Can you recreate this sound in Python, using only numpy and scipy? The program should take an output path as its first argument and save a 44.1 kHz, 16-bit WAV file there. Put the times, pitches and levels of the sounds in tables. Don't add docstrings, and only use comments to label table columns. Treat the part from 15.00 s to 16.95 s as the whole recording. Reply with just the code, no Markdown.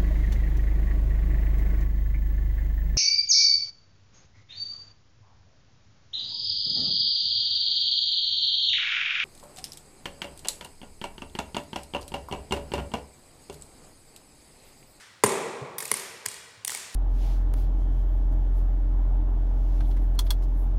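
import sys
import numpy as np
from scipy import signal
from scipy.fft import rfft, irfft
from scipy.io import wavfile
from scipy.ndimage import uniform_filter1d

SR = 44100
rng = np.random.default_rng(int(sys.argv[2]) if len(sys.argv) > 2 else 0)


def master_out(mix):
    frames = np.transpose(np.atleast_2d(mix))
    ceiling = np.clip(frames, -1, 1)
    pcm = np.round(ceiling * 32767).astype(np.int16)
    wavfile.write(sys.argv[1], SR, pcm)


def boost(x):
    u = np.asarray(x, float) / 20
    return 10 ** u


N = 85995
LEAD = SR // 2

# frequency in Hz, relative spectral level in dB.
AIR_SPECTRUM = [(24, -17.5), (45, 8), (80, 7.5), (170, -5), (600, -6.5), (1500, -7), (4500, -12.5),
                (10000, -22), (16000, -35)]
# frequency in Hz, 60 dB decay time in s, relative level in dB.
TAIL = [(86, 1.77, -14.5), (161, 1.5, -5), (335, 1.41, -0.5), (580, 1.81, -1), (1110, 2.02, -4),
        (2000, 1.58, -1), (3140, 1.41, 2.5), (4850, 1.18, 3), (8000, 0.81, 2.5), (10900, 0.67, -4),
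        (15000, 0.57, 4.5), (16300, .4, -8)]
# frequency in Hz, relative level in dB, 60 dB decay time in s.
STANDING_WAVES = [(396.4, -21, .8), (401, -23, .8), (209, -24, .9), (1015, -27, 1.2)]
# delay in s, level before the echo band-pass in dB, smear in s.
ECHOES = [(.0102, -17, .001), (.0244, -7, .002), (.054, -15, .001), (.081, -15, .0015)]
# start in s, level in dB, pitch in Hz, 60 dB decay time in s.
HAND_THUDS = [(0.614, -34, 134.8, 0.082), (1.262, -45, 110, 0.073), (1.563, -55, 104.7, 0.49)]
# frequency in Hz, relative level in dB, 60 dB decay time in s.
TABLE_TOP = [(101.3, -13, 0.099), (126.7, -13, 0.067), (211.5, -14, 0.15), (399, -1.5, 0.066),
             (447, 2.5, 0.034), (313, -6.5, 0.037), (560, -8, 0.053)]
# multiple of the knock pitch, relative level in dB, 60 dB decay time in s.
KNOCK = [(.8, -6, 0.011), (0.998, -1.5, 0.018), (1.242, -8, 0.011)]
# multiple of the body pitch, relative level in dB, 60 dB decay time in s.
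BODY = [(.84, -3.5, 0.0063), (1, 2, 0.0087), (1.16, -7, 0.0048), (1.42, -7, 0.0035), (1.7, -12.5, 0.0054)]
# frequency in Hz, relative level in dB, 60 dB decay time in s.
SHELL = [(3500, -8, .004), (4150, -7, .004), (4800, -4, .0045), (5900, -4, .0035), (6900, -3, .0035),
         (7800, -2, .004), (8700, -2, .004), (9700, -1, .0045), (10600, -2, .004), (11800, -4, .003),
         (13100, -7, .003), (14600, -9, .003), (15800, -12, .002)]
# start in s, shell treble level
# in dB, body level in dB, knock level in dB, table top level in dB, buckling length in s (at least 0.1 ms
# is used), brightest pitch in Hz, energy to the room over that to the phone in dB, body pitch in Hz,
# knock pitch in Hz.
CONTACTS = [(.2367, -17, -20.5, -13.5, -14, 0.0056, 8440, 0, 2096, 992),
            (.2403, -23.5, -24.5, -26, -58, 0.01, 9700, -10, 1750, 910),
            (.7827, -26.5, -41.5, -43, -70, 0.0077, 12400, 1.5, 2050, 1100),
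            (.8036, -31, -36, -43, -60, 0.0045, 6040, -6, 2270, 1100),
            (.8238, -33, -38.5, -46.5, -48, 0.0043, 8000, -16, 1820, 1310),
            (.8537, -29.5, -39.5, -57, -63, 0.0033, 7200, 3, 2470, 940),
            (.9152, -15, -22, -27, -31, 0.0029, 10100, -2.5, 2026, 1090),
            (1.256, -37, -43, -45, -49, 0.0062, 6100, -3.5, 2000, 1000),
            (1.2607, -21.5, -29, -42, -60, 0.00043, 8900, -2, 1950, 946),
            (1.2628, -26.5, -37, -57, -53, 0.002, 4700, -3.5, 2400, 970),
            (1.6483, -25.5, -41.5, -71, -72, 0.00055, 8250, -18, 1930, 810),
            (1.65, -24.5, -38.5, -52, -62.5, 0.0015, 9200, 3, 2500, 803),
            (1.6782, -22.5, -37, -41, -61, 0.0033, 6800, 3, 2000, 1080),
            (1.6952, -33, -30.5, -42, -66, 0.00086, 8400, -8, 1920, 956),
            (1.7115, -44, -40, -48, -68, 0.001, 4000, -6, 3280, 940),
            (1.7192, -32.5, -38, -51, -51, 0.0018, 8000, 3.5, 1500, 880),
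            (1.7485, -26.5, -33, -43, -52, 0.0015, 7960, -2, 2170, 850),
            (1.928, -50, -54, -61, -59, 0.0048, 10400, -5, 2000, 1010),
            (1.9448, -36, -61, -66, -58, 0.0041, 11200, 0, 2000, 1000)]
EARLIER_CONTACT = (-26, -30, -45.5, -58, -0.02, 4502, -2.5, 1792, 998.5)


def table_at(table, hz, column):
    rows = np.array(table, float)
    return np.interp(np.log(np.maximum(hz, 1)), np.log(rows[:, 0]), rows[:, column])


def ring(modes, extra_db, size=8192):
    hz, db, t60 = np.array(modes, float).T
    t = np.arange(size)[:, None] / SR
    gain = boost(db + extra_db) * (-1) ** np.arange(len(hz))
    decay = np.exp(-np.log(1000) * t / t60)
    return (gain * decay * np.sin(2 * np.pi * hz * t)).sum(axis=1)


def push(length_s):
    t = (np.arange(SR // 50) + .5) / SR
    return np.sin(np.pi * np.clip(t / max(length_s, 2 / SR), 0, 1))


def add(out, x, at_s):
    i = int(round(at_s * SR)) + LEAD
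    out[:, i:i + x.shape[1]] += x[:, :out.shape[1] - i]


def strike(out, at_s, force, even_force, modes, extra_db, db, blur_hz, room_db=0):
    response = ring(modes, extra_db)
    size = len(response)
    near = signal.fftconvolve(force, response)[:size]
    far = signal.fftconvolve(even_force, response)[:size]
    power = uniform_filter1d(abs(rfft(far)) ** 2, size=int(blur_hz * size / SR))
    feed = irfft(np.sqrt(np.maximum(power, 0)))
    feed = np.roll(feed, 256)
    feed *= boost(room_db) * np.sqrt(np.sum(near ** 2) / np.sum(feed ** 2))
    loudest = np.sqrt(uniform_filter1d(near ** 2, size=180).max())
    add(out, np.array([near, feed]) * boost(db) / loudest, at_s)


def air():
    level_db = -59
    hz = np.fft.rfftfreq(N, 1 / SR)
    x = irfft(rfft(rng.standard_normal(N)) * boost(table_at(AIR_SPECTRUM, hz, 1)), N)
    return x * boost(level_db) / x.std()


def room_tail(size):
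    start_s, build_s, gain_db = 0.0012, 0.017, -38.5
    t, hz = np.arange(size) / SR, np.fft.rfftfreq(size, 1 / SR)
    noise, tail = rfft(rng.standard_normal(size)), 0
    for centre_hz in 40 * 2 ** np.arange(0, 9, 1 / 3):
        octaves = np.log2(np.maximum(hz, 1) / centre_hz)
        band = np.cos(np.pi / 2 * np.clip(3 * octaves, -1, 1)) ** 2
        decay_db = -60 * t / table_at(TAIL, centre_hz, 1)
        tail = tail + irfft(noise * band) * boost(table_at(TAIL, centre_hz, 2) + decay_db)
    tail = tail + ring(STANDING_WAVES, 0, size=size)
    build = 1 - np.exp(-np.maximum(t - start_s, 0) / build_s)
    return tail * build * boost(gain_db)


def wall_echoes(size):
    spread, low_hz, top_hz = .3, 2400, 11770
    echoes, t = np.zeros(size), np.arange(512) / SR
    for delay_s, db, smear_s in ECHOES:
        i = int(delay_s * SR)
        echo = spread * rng.standard_normal(512) * np.exp(-t / smear_s)
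        echo[0] = 1
        echoes[i:i + 512] += boost(db) * echo / np.sqrt(np.sum(echo ** 2))
    band = signal.butter(1, [low_hz, top_hz], "band", fs=SR, output="sos")
    return signal.sosfilt(band, echoes)


def room():
    size = 2 * SR
    tail = room_tail(size)
    direct = wall_echoes(size)
    direct[0] += 1
    return np.array([direct, tail])


def hand():
    out, slap = np.zeros((2, N + LEAD)), push(.004)
    for at_s, db, hz, t60 in HAND_THUDS:
        modes = [(hz, 0, t60), (1.17 * hz, -6, t60 / 2)]
        strike(out, at_s, slap, slap, modes, 0, db, blur_hz=60)
    return out


def buckling(length_s):
    snaps_per_s, snap_db, scatter_db = 4000, -5, 4
    t = np.arange(1024) / SR
    present = rng.random(1024) < snaps_per_s / SR
    sign, scatter = rng.standard_normal((2, 1024))
    snaps = present * np.sign(sign) * boost(snap_db + scatter_db * scatter)
    snaps = snaps * np.exp(-(t / max(length_s, 1e-4)) ** 1.5)
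    snaps[0] = 1
    return snaps


def vary_shell_pitch(draws):
    modes = np.array(SHELL)
    modes[:, 0] *= 1 + .03 * np.tanh(draws)
    return modes


def bottle():
    bright_db, bright_octaves = 5, .3
    out = np.zeros((2, N + LEAD))
    click, tap, blow = signal.unit_impulse(1024), push(.0003), push(.0008)
    for contact in list(CONTACTS) + [(-.11, *EARLIER_CONTACT)]:
        at_s, shell_db, body_db, knock_db, table_db, length_s, bright_hz, room_db, body_hz, knock_hz = contact
        snaps = buckling(length_s)
        vary = rng.standard_normal((4, 16))
        shell_vary, body_vary = 2 * vary[0, :len(SHELL)], 2 * vary[1, :len(BODY)]
        table_vary, knock_vary = vary[2, :len(TABLE_TOP)], 2 * vary[3, :len(KNOCK)]
        octaves = np.log2(np.array(SHELL)[:, 0] / bright_hz)
        shell_lift = bright_db * np.exp(-(octaves / bright_octaves) ** 2) + shell_vary
        shell = vary_shell_pitch(vary[2, :len(SHELL)][::-1])
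        body = np.array(BODY) * [body_hz, 1, 1]
        hollow = np.array(KNOCK) * [knock_hz, 1, 1]
        strike(out, at_s, snaps, click, shell, shell_lift, shell_db, 2500, room_db)
        strike(out, at_s, snaps, click, body, body_vary, body_db, 900, room_db)
        strike(out, at_s, tap, tap, hollow, knock_vary, knock_db, 400, room_db)
        strike(out, at_s, blow, blow, TABLE_TOP, table_vary, table_db, 120, room_db)
    return out


def scene():
    paths = signal.fftconvolve(bottle() + hand(), room(), axes=1)
    wet = paths.sum(axis=0)[LEAD:LEAD + N]
    return (wet + air())[None]


def roll_off(x):
    return signal.sosfilt(signal.butter(12, 17080, fs=SR, output="sos"), x)


def record(dry):
    high_pass = signal.butter(3, 90, "high", fs=SR, output="sos")
    return roll_off(signal.sosfilt(high_pass, dry))


dry = scene()
out = record(dry)
master_out(out)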